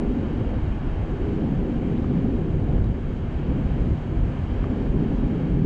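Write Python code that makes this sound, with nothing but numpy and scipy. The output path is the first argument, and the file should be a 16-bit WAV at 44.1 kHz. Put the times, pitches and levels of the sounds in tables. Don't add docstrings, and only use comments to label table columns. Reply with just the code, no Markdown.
import sys
import numpy as np
from scipy import signal
from scipy.fft import rfft, irfft, next_fast_len
from scipy.io import wavfile
from scipy.ndimage import uniform_filter1d, minimum_filter1d

SR = 44100
rng = np.random.default_rng(int(sys.argv[2]) if len(sys.argv) > 2 else 0)


def inscribe(sig):
    pcm = np.round(np.clip(np.atleast_2d(sig).T, -1, 1) * 32767)
    wavfile.write(sys.argv[1], SR, pcm.astype(np.int16))


N = 249165

# start_s, rush_level_db, brightness_db_per_octave
FALL_OVER_TIME = [(0, -44, 0), (.35, -43, -0.5), (.48, -42.5, -0.5), (.65, -43, -0.7), (1.3, -43, -0.5),
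                  (1.55, -44, 0), (2.2, -43.5, -0.1), (2.6, -45, 0), (2.8, -44.5, -0.3), (2.92, -45.5, 0.1),
                  (3.1, -45, 0), (3.4, -43.5, -0.4), (3.8, -43, 0.1), (4.05, -44, -0.4), (4.3, -43, 0.1),
                  (4.6, -43, -0.5), (5.05, -43, -0.3), (5.65, -43.5, -0.3)]
# frequency_hz, relative_level_db (per Hz)
RUSH_COLOUR = [(300, -12.5), (450, -9.5), (700, -3.5), (1000, -8.5), (1300, -11.5), (1750, -11.5),
               (2200, -14), (3200, -19), (3600, -30), (4800, -31.5), (5300, -38.5), (7300, -39),
               (8800, -48.5), (9600, -51.5), (10500, -59)]
FALL_WAVER_DB, FALL_WAVER_RATE_HZ = .55, 6

# start_s, rumble_db, thud_db, buffet_db
BIG_EDDY_LEVELS = [(0.0, -30.5, -41, -34), (0.09, -26.5, -33, -36.5), (0.12, -36.5, -34.5, -31),
                   (0.56, -31, -31, -27.5), (0.61, -41, -40, -25.5), (0.65, -25, -27, -26.5),
                   (0.76, -46, -23.5, -32), (0.83, -28, -45, -30.5), (0.92, -22.5, -32, -28.5),
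                   (0.97, -24, -47, -29.5), (1.01, -32, -22, -24), (1.06, -34, -34, -36),
                   (1.18, -37, -30.5, -29.5), (1.23, -31, -30, -29), (1.4, -35, -34, -31),
                   (1.55, -35, -36, -34.5), (1.75, -36, -30.5, -33), (1.95, -37, -31, -34.5),
                   (2.03, -33, -33, -24), (2.07, -37, -27, -26), (2.21, -41, -37, -38),
                   (2.24, -29.5, -30, -32), (2.33, -31, -25, -26.5), (2.42, -31, -35, -32.5),
                   (2.51, -33, -32, -25), (2.56, -24.5, -37, -24), (2.7, -35, -27, -28),
                   (2.78, -27, -25, -22), (2.89, -34, -23, -23), (2.98, -33, -33.5, -30),
                   (3.01, -34.5, -30, -34), (3.15, -29, -34.5, -32), (3.27, -43, -31, -29.5),
                   (3.39, -31, -28, -28), (3.47, -41, -35, -36), (3.51, -31, -27, -26),
                   (3.57, -30, -31, -31), (3.67, -31, -22, -28), (3.77, -34, -28.5, -32),
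                   (3.82, -25, -17.5, -26), (3.87, -30, -34, -30.5), (3.92, -33, -32, -19.5),
                   (3.96, -36, -44, -30), (4.04, -44, -35, -38), (4.07, -38, -44, -30.5),
                   (4.18, -38, -23, -25), (4.28, -39, -28, -28.5), (4.41, -33.5, -33, -29),
                   (4.54, -31, -25, -27), (4.68, -42, -31, -29.5), (4.8, -38, -32, -27.5),
                   (4.87, -32, -25, -31.5), (5.02, -29, -23, -33), (5.08, -35, -32.5, -30.5),
                   (5.26, -26.5, -20.5, -36), (5.3, -43, -38, -30), (5.44, -40, -37, -32.5),
                   (5.55, -32, -20.5, -39), (5.6, -31, -35, -26)]
# start_s, flap_db, flutter_db, rustle_db, whisk_db
SMALL_EDDY_LEVELS = [(0.0, -34.5, -26.5, -30, -38), (0.13, -31, -26.5, -34, -41),
                     (0.25, -32.5, -29.5, -34, -41), (0.44, -33.5, -29, -34, -41),
                     (0.52, -42, -32, -38, -32), (0.6, -28, -32, -38, -51), (0.64, -32, -40, -38.5, -46),
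                     (0.69, -37, -35, -40, -50), (0.85, -35.5, -34, -38, -51),
                     (1.02, -32.5, -39, -38.5, -41.5), (1.26, -36.5, -31, -29, -44),
                     (1.3, -27.5, -31.5, -30, -41.5), (1.51, -28.5, -23.5, -32.5, -40.5),
                     (1.56, -20.5, -33.5, -38.5, -39.5), (1.67, -32.5, -27.5, -28, -39.5),
                     (1.74, -36, -26, -40.5, -39), (1.79, -27.5, -28.5, -34, -39.5),
                     (1.95, -27.5, -27, -31.5, -41), (2.12, -27.5, -26, -33, -42),
                     (2.16, -19.5, -28.5, -37, -41), (2.34, -37, -24, -31, -40.5),
                     (2.41, -26.5, -39, -29.5, -42.5), (2.67, -29.5, -28.5, -38, -41),
                     (2.69, -24, -30, -31, -35.5), (3.05, -33.5, -35.5, -41, -46.5),
                     (3.3, -33, -35.5, -38.5, -48.5), (3.47, -28, -36.5, -36, -43),
                     (3.51, -25.5, -24.5, -33, -41.5), (3.63, -28.5, -31.5, -40, -42.5),
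                     (3.89, -26.5, -31, -33.5, -39.5), (3.98, -31.5, -36.5, -40.5, -49),
                     (4.19, -31, -34, -34, -41.5), (4.44, -28, -35, -43.5, -47),
                     (4.53, -44.5, -34, -36, -46), (4.66, -27, -29, -35, -41.5),
                     (4.77, -38, -26.5, -33.5, -40.5), (4.85, -27.5, -29, -35.5, -39.5),
                     (5.0, -23, -25.5, -29.5, -39.5), (5.1, -28.5, -26.5, -32.5, -39.5),
                     (5.25, -29, -27, -35.5, -43.5), (5.35, -29, -28, -31, -40), (5.45, -24, -31, -34, -43),
                     (5.62, -22.5, -26, -30.5, -42), (5.65, -20, -22, -28, -40)]
# frequency_hz, relative_level_db (per Hz)
RUMBLE_COLOUR = [(8, -22), (15, -9), (25, -2.5), (34, -1), (42, -18)]
THUD_COLOUR = [(28, -18), (35, -2), (43, -1), (56, -3.5), (68, -18)]
BUFFET_COLOUR = [(52, -18), (63, -1), (80, -3), (108, -4.5), (135, -18)]
FLAP_COLOUR = [(80, -32), (115, -5), (155, 0.5), (195, -6.5), (260, -33.5)]
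FLUTTER_COLOUR = [(165, -19.5), (205, -3), (245, 0), (285, -5), (330, -21)]
RUSTLE_COLOUR = [(270, -21.5), (312, 1.5), (345, -6), (390, -2), (440, -9), (500, -25)]
WHISK_COLOUR = [(410, -20.5), (460, 0.5), (530, 1), (600, -8), (800, -11.5), (1000, -20.5)]
# evenness (0 to 1), lumps_db (either sign)
EDDY_STEADINESS = [(0.72, -1), (0.6, 3), (1, -0.66), (0.5, 0.5), (1, -0.5), (1, 0.6), (1, 0.4)]
EVEN_S, LUMP_RATE_HZ = 0.16, 13
# top_s, lift_db
PUFF_LIST = [(.1, 2), (.41, 0.5), (.5, -1), (.67, 4), (.86, 1.5), (1.03, -0.5), (1.5, -0.5), (2.25, 5.5),
             (3.1, 3.5), (3.5, 2), (4.98, -0.5), (5.24, 3.5)]
PUFF_ATTACK_S, PUFF_RELEASE_S = 0.025, 0.025

SPECKS_PER_S, SPECK_DB, SPECK_SPREAD_DB = 70, -52, 2.5

# start_s, level_db, pitch_hz, swell_s,
# pitch_rise (half the share by which pitch rises per swell),
# overtone_db (relative to the main tone at the start)
CLOSE_DROPS = [(1.9783, -46, 3250, .0004, .02, -30), (2.0430, -31, 1150, .00085, .01, -20),
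               (2.8422, -46, 2700, .0005, .13, -10), (4.6412, -27.5, 1160, .0009, .005, -3.5)]

# frequency_hz, width_hz, gain_db
HOUSING_PEAKS = [(1750, 240, 0.5), (1930, 280, -4.5), (2584, 350, -3), (3620, 250, -1), (3775, 160, 6),
                 (4800, 230, -1.5), (5600, 200, 4.5), (5750, 200, -2), (6440, 330, 4)]

LIMIT_DB, LIMIT_LOOK_S = -11, 0.026
CUTOFF_HZ = 10450


def from_db(db):
    return 10 ** (np.asarray(db) / 20)


def rms_one(x):
    return x / np.sqrt(np.mean(x ** 2) + 1e-20)


def in_time(rows):
    times, *columns = np.transpose(rows)
    return [np.interp(np.arange(N) / SR, times, column) for column in columns]


def drift(rate_hz):
    r = np.exp(-2 * np.pi * rate_hz / SR)
    noise = rng.standard_normal(N + SR)
    return rms_one(signal.lfilter([1], [1, -2 * r, r * r], noise)[SR:])


def coloured(colour):
    size = next_fast_len(N)
    hz = np.maximum(np.arange(size // 2 + 1) * SR / size, 1)
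    point_hz, point_db = np.array(colour).T
    shape_db = np.interp(np.log(hz), np.log(point_hz), point_db)
    octaves_outside = np.log2(np.maximum(point_hz[0] / hz, hz / point_hz[-1]))
    shape_db -= 30 * np.maximum(0, octaves_outside)
    white = rfft(rng.standard_normal(size))
    return rms_one(irfft(white * from_db(shape_db), size)[:N])


def fall():
    rush_db, tilt_db = in_time(FALL_OVER_TIME)
    spectrum = rfft(coloured(RUSH_COLOUR))
    hz = np.arange(N // 2 + 1) * SR / N
    edges_hz = [200, 1000, 1800, 3300, 6000, 12000]
    out = 0
    for low, high in zip(edges_hz[:-1], edges_hz[1:]):
        band = irfft(spectrum * (hz >= low) * (hz < high), N)
        band_db = tilt_db * np.log2(high / 3300) + FALL_WAVER_DB * drift(FALL_WAVER_RATE_HZ)
        out = out + band * from_db(band_db)
    return from_db(rush_db) * out


def eddies(colour, level_db, evenness):
    noise = coloured(colour)
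    span = int(EVEN_S * SR)
    power = uniform_filter1d(uniform_filter1d(noise ** 2, span), span)
    evened = noise / (power + 0.03) ** (np.clip(evenness, 0, 1) / 2)
    return from_db(level_db) * rms_one(evened)


def puffs():
    t = np.arange(N) / SR
    lift_db = 0
    for top_s, db in PUFF_LIST:
        swell = np.exp(np.minimum((t - top_s) / PUFF_ATTACK_S, (top_s - t) / PUFF_RELEASE_S))
        lift_db = lift_db + db * swell
    return from_db(lift_db)


def wind():
    colours = [RUMBLE_COLOUR, THUD_COLOUR, BUFFET_COLOUR, FLAP_COLOUR,
               FLUTTER_COLOUR, RUSTLE_COLOUR, WHISK_COLOUR]
    levels_db = in_time(BIG_EDDY_LEVELS) + in_time(SMALL_EDDY_LEVELS)
    out = 0
    for colour, level_db, (evenness, lumps_db) in zip(colours, levels_db, EDDY_STEADINESS):
        lumpy_db = level_db + lumps_db * drift(LUMP_RATE_HZ)
        out = out + eddies(colour, lumpy_db, evenness)
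    return out * puffs()


def foam():
    bursts = rng.random(N) < SPECKS_PER_S / SR
    boost = rng.exponential(1, N).clip(0, 3)
    born = bursts * from_db(SPECK_DB + SPECK_SPREAD_DB * boost)
    pitch_number = rng.integers(0, 12, N)
    out = 0
    for k, hz in enumerate(np.geomspace(800, 4500, 12)):
        r, w = np.exp(-hz / SR), 2 * np.pi * hz / SR
        starts = born * (pitch_number == k) + 1e-18
        ring = signal.lfilter([0, np.sin(w)], [1, -2 * r * np.cos(w), r * r], starts)
        out = out + 1000 / hz * ring
    return out


def close_water():
    out = np.zeros(N)
    for start_s, level_db, hz, swell_s, rise, overtone_db in CLOSE_DROPS:
        t = np.arange(int(10 * swell_s * SR)) / SR
        shape = np.e * t / swell_s * np.exp(-t / swell_s)
        turns = hz * t * (1 + rise * t / swell_s)
        overtone_gain = from_db(overtone_db) * np.exp(-t / swell_s / 2)
        tone = np.sin(2 * np.pi * turns) + overtone_gain * np.sin(2 * np.pi * 1.75 * turns)
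        first = round(start_s * SR)
        out[first:first + len(t)] += from_db(level_db) * shape * tone
    return out


def housing(x):
    for hz, width, gain_db in HOUSING_PEAKS:
        a, w = from_db(gain_db / 2), 2 * np.pi * hz / SR
        k = np.pi * width / SR
        top = [1 + k * a, -2 * np.cos(w), 1 - k * a]
        bottom = [1 + k / a, -2 * np.cos(w), 1 - k / a]
        x = signal.lfilter(top, bottom, x)
    return x


def scene():
    water = fall() + foam() + close_water()
    return (housing(water) + wind())[None]


def record(dry):
    span = int(LIMIT_LOOK_S * SR)
    gain = np.minimum(1, from_db(LIMIT_DB) / (np.abs(dry) + 1e-9)) ** .5
    lowest = minimum_filter1d(gain, 2 * span)
    limited = dry * uniform_filter1d(uniform_filter1d(lowest, span), span)
    treble_cut = signal.ellip(10, .5, 60, CUTOFF_HZ, fs=SR, output="sos")
    return signal.sosfilt(treble_cut, limited)


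dry = scene()
out = record(dry)
inscribe(out)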